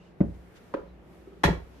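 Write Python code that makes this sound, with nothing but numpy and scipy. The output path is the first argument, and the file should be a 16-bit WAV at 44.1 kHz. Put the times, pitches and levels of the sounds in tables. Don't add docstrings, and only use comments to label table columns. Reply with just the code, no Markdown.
import sys
import numpy as np
from scipy import signal
from scipy.fft import rfft, irfft
from scipy.io import wavfile
from scipy.ndimage import uniform_filter1d

SR = 44100
rng = np.random.default_rng(int(sys.argv[2]) if len(sys.argv) > 2 else 0)


def to_wav(sig):
    pcm = np.clip(np.atleast_2d(sig), -1, 1) * 32767
    pcm = np.round(pcm).astype(np.int16)
    wavfile.write(sys.argv[1], SR, pcm.T)


N = 79380

WIDE_HZ, WIDTH, BASS_WIDTH = 860, 1, 0.37
LEFT_RIGHT = np.array([[1], [-1]])


def undb(db):
    return 10 ** (np.asarray(db) / 20)


def since(start):
    return np.maximum(np.arange(N) / SR - start, 0)


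def fade(t, rise, t60):
    attack = (1 - np.exp(-t / rise)) ** 2
    return attack * np.exp(-np.log(1000) * t / t60)


def swell(centre, width):
    return np.exp(-.5 * ((since(0) - centre) / width) ** 2)


def walk(rate):
    k = int(SR / rate)
    steps = np.repeat(rng.standard_normal(N // k + 1), k)
    wander = uniform_filter1d(uniform_filter1d(steps, k), k)[:N]
    return wander / wander.std()


def spread(hz):
    return BASS_WIDTH + (WIDTH - BASS_WIDTH) * hz ** 2 / (hz ** 2 + WIDE_HZ ** 2)


def bands(table):
    table = np.array(table, float)
    freq = np.arange(N // 2 + 1) * SR / N
    centres = 22 * 2 ** (np.arange(20) / 2)
    mid, side = rfft(rng.standard_normal((2, N)))
    for hz in centres:
        shape = np.maximum(1 - 2 * np.abs(np.log2((freq + 1) / hz)), 0)
        ratio = spread(hz)
        stereo = irfft(shape * (mid + ratio * side * LEFT_RIGHT), N)
        noise = stereo / np.sqrt(np.mean(shape ** 2) * (1 + ratio * ratio))
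        columns = [np.interp(np.log(hz), np.log(table[:, 0]), col) for col in table.T[1:]]
        yield hz, noise / 2, columns


def hiss(colour):
    return sum(noise * undb(db) for _, noise, (db,) in bands(colour))


def burst(table, start, tilt_db=0):
    rise_s, rise_cycles = 0.00026, 0.085
    t, out = since(start), 0
    for hz, noise, (db, t60) in bands(table):
        octaves = np.clip(np.log2(hz / 1000), -2, 2)
        out = out + noise * undb(db + tilt_db * octaves) * fade(t, rise_s + rise_cycles / hz, t60)
    return out


def ring(modes, start, rise_cycles):
    t, out = since(start), 0
    for k, (hz, db, t60) in enumerate(modes):
        side = (-1) ** k
        skew = side * np.arctan(WIDTH * hz / np.hypot(hz, WIDE_HZ)) * LEFT_RIGHT
        out = out + undb(db) * fade(t, rise_cycles / hz, t60) * np.sin(2 * np.pi * hz * t + skew)
    return out


def background():
    # frequency in Hz, level in dB per octave before the drift.
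    air_colour = [(25, -87.5), (60, -62.5), (110, -63), (170, -56.5), (260, -60), (450, -57), (900, -64),
                  (2000, -68), (4000, -76), (8000, -81.5), (14000, -79.5)]
    # time in seconds, boost in dB approached well above hiss_hz.
    hiss_level = [(0, -9), (.17, -5.5), (.25, 3.5), (.7, 10), (.82, 1.5), (1, -5), (1.15, 9), (1.35, 2.5),
                  (1.8, 10.5)]
    # frequency in Hz, level in dB relative to the running hum level.
    hum_tones = [(59.4, 0.5), (177.6, -7.5), (334, -12.5), (377, -14.5)]
    # time in seconds, level in dB.
    drone_level = [(0, -62.5), (.15, -63.5), (.45, -55.5), (.56, -64), (.72, -65), (.9, -50), (1.05, -58.5),
                   (1.4, -59), (1.8, -58)]
    hiss_hz, hum_db, waver_db, waver_rad = 5000, -55, 3, 0.52
    lag_s = np.array([[.00045], [0]])
    t = since(0)
    treble_db = np.interp(t, *np.array(hiss_level).T)
    drone_db = np.interp(t, *np.array(drone_level).T)
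    air = 0
    for hz, noise, (db,) in bands(air_colour):
        air = air + noise * undb(db + treble_db * hz / (hz + hiss_hz) + walk(9.26))
    hum = 0
    for k, (hz, db) in enumerate(hum_tones):
        level = drone_db if k == 0 else hum_db + waver_db * walk(7.41)
        phase = 2 * np.pi * (hz * (t - lag_s) + rng.random()) + waver_rad * walk(11.95)
        hum = hum + undb(db + level) * np.sin(phase)
    return air + np.sqrt(2) * hum


def squeaks():
    # centre in seconds, half width in seconds, pitch in Hz, level in dB.
    squeak_list = [(.01, .02, 2775, -65.5), (.07, .012, 2850, -69.5), (.35, .012, 2116, -67),
                   (.9, .025, 4020, -74.5)]
    jitter, out = 0.032, 0
    for s, width, hz, db in squeak_list:
        pitch = hz * (1 + jitter * walk(400))
        out = out + undb(db) * swell(s, width) * np.sin(2 * np.pi * np.cumsum(pitch) / SR)
    return out


def sleeve():
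    # centre in seconds, half width in seconds, level in dB.
    brushes = [(0.048, 0.054, -71), (.35, 0.0077, -71), (0.569, 0.012, -60), (1.77, 0.028, -70.5)]
    # frequency in Hz, level in dB per octave relative to the stroke.
    brush_colour = [(500, -10), (1600, 2), (3300, 0), (7000, -4.5), (9500, -16), (14000, -19)]
    return hiss(brush_colour) * sum(undb(db) * swell(s, width) for s, width, db in brushes)


def thump():
    # frequency in Hz, level in dB, t60 in seconds.
    thump_modes = [(103, -9.5, 0.076), (187.2, 9, 0.035), (210, -33, 0.2), (302.8, -1, 0.039),
                   (443, -22, .06), (577, -17, 0.052)]
    # frequency in Hz, level in dB per octave, t60 in seconds.
    thump_noise = [(99.8, -46.5, 0.19), (247, -29.5, 0.24), (540, -29, 0.14), (990, -40, 0.13),
                   (2180, -43, .08), (4500, -69, 0.12), (11700, -68, 0.041)]
    start_s, rise_cycles = .2045, 1.26
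    return ring(thump_modes, start_s, rise_cycles) + burst(thump_noise, start_s)


def counter_and_neck():
    # frequency in Hz, level in dB relative to the jolt, t60 in seconds.
    counter_modes = [(42, -16, 0.21), (61.1, -12.5, 0.21), (91.8, -18, .18)]
    # start in seconds, level in dB.
    counter_jolts = [(.211, -11.5), (1.447, 0)]
    # frequency in Hz, level in dB relative to the jolt, t60 in seconds.
    neck_modes = [(166.5, -9.5, 0.11), (181.7, -17, 0.11)]
    # start in seconds, level in dB.
    neck_jolts = [(1.446, 0), (1.499, -2.5)]
    boom = sum(undb(db) * ring(counter_modes, s, .45) for s, db in counter_jolts)
    flexing = sum(undb(db) * ring(neck_modes, s, 0.98) for s, db in neck_jolts)
    return boom + flexing


def knock():
    # frequency in Hz, level in dB, t60 in seconds.
    knock_modes = [(306, -16.5, 0.048), (425, -14.5, 0.034), (535, -13.5, 0.039), (636, -27, 0.032)]
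    # frequency in Hz, level in dB per octave, t60 in seconds.
    knock_noise = [(100, -52.5, 0.17), (400, -36, 0.051), (895, -26.5, 0.028), (1490, -30, 0.08),
                   (2210, -41.5, 0.068), (3200, -48, 0.089), (4870, -51.5, 0.057), (12000, -70, 0.028)]
    edge_s, base_lag_s, rise_cycles = .7387, 0.00303, 0.67
    return burst(knock_noise, edge_s) + ring(knock_modes, edge_s + base_lag_s, rise_cycles)


def hinge():
    # start in seconds, level in dB, rise in cycles.
    hinge_ticks = [(1.273, -38, 0.55), (1.319, -32, 3.1)]
    # frequency in Hz, level in dB relative to the tick, t60 in seconds.
    hinge_modes = [(337, -4, 0.069), (377.5, 1, 0.082), (1270, -18.5, 0.054)]
    return sum(undb(db) * ring(hinge_modes, s, rise) for s, db, rise in hinge_ticks)


def bowl_modes(count=36):
    low_hz, high_hz, t60_s = 1885, 8070, 0.21
    low_db, db_per_octave, scatter_db = -34, -11.5, 3
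    place, strength = rng.random(count), rng.standard_normal(count)
    octaves = np.log2(high_hz / low_hz) * (np.arange(count) + place) / count
    levels = low_db + db_per_octave * octaves + scatter_db * strength
    return [(low_hz * 2 ** octave, db, t60_s) for octave, db in zip(octaves, levels)]


def head():
    # start in seconds, level in dB, brightness in dB per octave.
    head_blows = [(1.4347, -5.5, 2), (1.438, 1.5, 0.5), (1.4416, -4, 0), (1.448, -4, 2.5),
                  (1.457, -6.5, 1.5), (1.479, -6, -6), (1.485, -9.5, -13), (1.526, -18, -9.5)]
    # frequency in Hz, level in dB per octave before the blow's level and
    # brightness, t60 in seconds.
    clash = [(152, -49.5, 0.046), (350, -27.5, 0.045), (585, -25, 0.069), (940, -24.5, 0.039),
             (1740, -25, 0.058), (2570, -31, 0.095), (3670, -32.5, .05), (5860, -37, 0.088),
             (9000, -39.5, 0.062), (14300, -43.5, 0.072)]
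    # frequency in Hz, width in Hz, gain in dB.
    casting = [(688, 60, -0.5), (900, 29, -3), (1404, 105, -0.5), (1678, 93, 3.5), (1826, 82, 10),
               (2620, 45, -15), (2880, 37, -2), (3377, 112, 8.5), (4020, 86, 10), (5570, 96, 6)]
    # frequency in Hz, level in dB, t60 in seconds.
    head_modes = [(286.3, -33.5, 0.34), (329, -13, 0.051), (401.5, -25.5, 0.36), (574.4, -26.5, 0.25),
                  (901, -13, 0.036), (927, -33.5, 0.3), (1005.5, -27, .15), (1073, -11.5, .022),
                  (1177, -35, 0.31), (1388, -15, .035), (1692, -17, .04), (1860, -24.5, .15),
                  (2300, -33.5, .24), (3876, -37.5, 0.19)]
    hardest_s = max(head_blows, key=lambda blow: blow[1])[0]
    chatter = sum(undb(db) * burst(clash, s, tilt) for s, db, tilt in head_blows)
    clank = 0
    for hz, width, db in casting:
        b, a = signal.iirpeak(hz, hz / width, fs=SR)
        clank = clank + undb(db) * signal.lfilter(b, a, chatter)
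    ringing = ring(list(head_modes) + bowl_modes(), hardest_s, 0.42)
    return chatter + clank + ringing


def kitchen():
    # frequency in Hz, level in dB before the band scaling, t60 in seconds.
    room = [(60, 11, 0.52), (200, -6.5, 0.29), (500, -1.5, 0.32), (1500, -5, 0.31), (4000, -5, .3),
            (11500, -6.5, 0.29)]
    delay_s, build_s = 0.016, 0.0027
    t, out = since(delay_s), 0
    for hz, noise, (db, t60) in bands(room):
        scale = np.sqrt(20 * hz / t60) / SR
        out = out + noise * undb(db) * fade(t, build_s, t60) * scale
    return out


def scene():
    sources = [(thump(), -7), (counter_and_neck(), -16.5), (knock(), -3.5), (hinge() + head(), -4)]
    direct = sum(sound for sound, _ in sources)
    send = sum(sound * undb(room_db) for sound, room_db in sources)
    echo = signal.fftconvolve(send, kitchen(), axes=1)[:, :N]
    return direct + echo + sleeve() + squeaks() + background()


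def record(dry):
    low_cut_hz, top_hz = 27, 14000
    high_pass = signal.butter(2, low_cut_hz, "high", fs=SR, output="sos")
    low_pass = signal.ellip(8, .2, 70, top_hz, fs=SR, output="sos")
    return signal.sosfilt(low_pass, signal.sosfilt(high_pass, dry))


dry = scene()
out = record(dry)
to_wav(out)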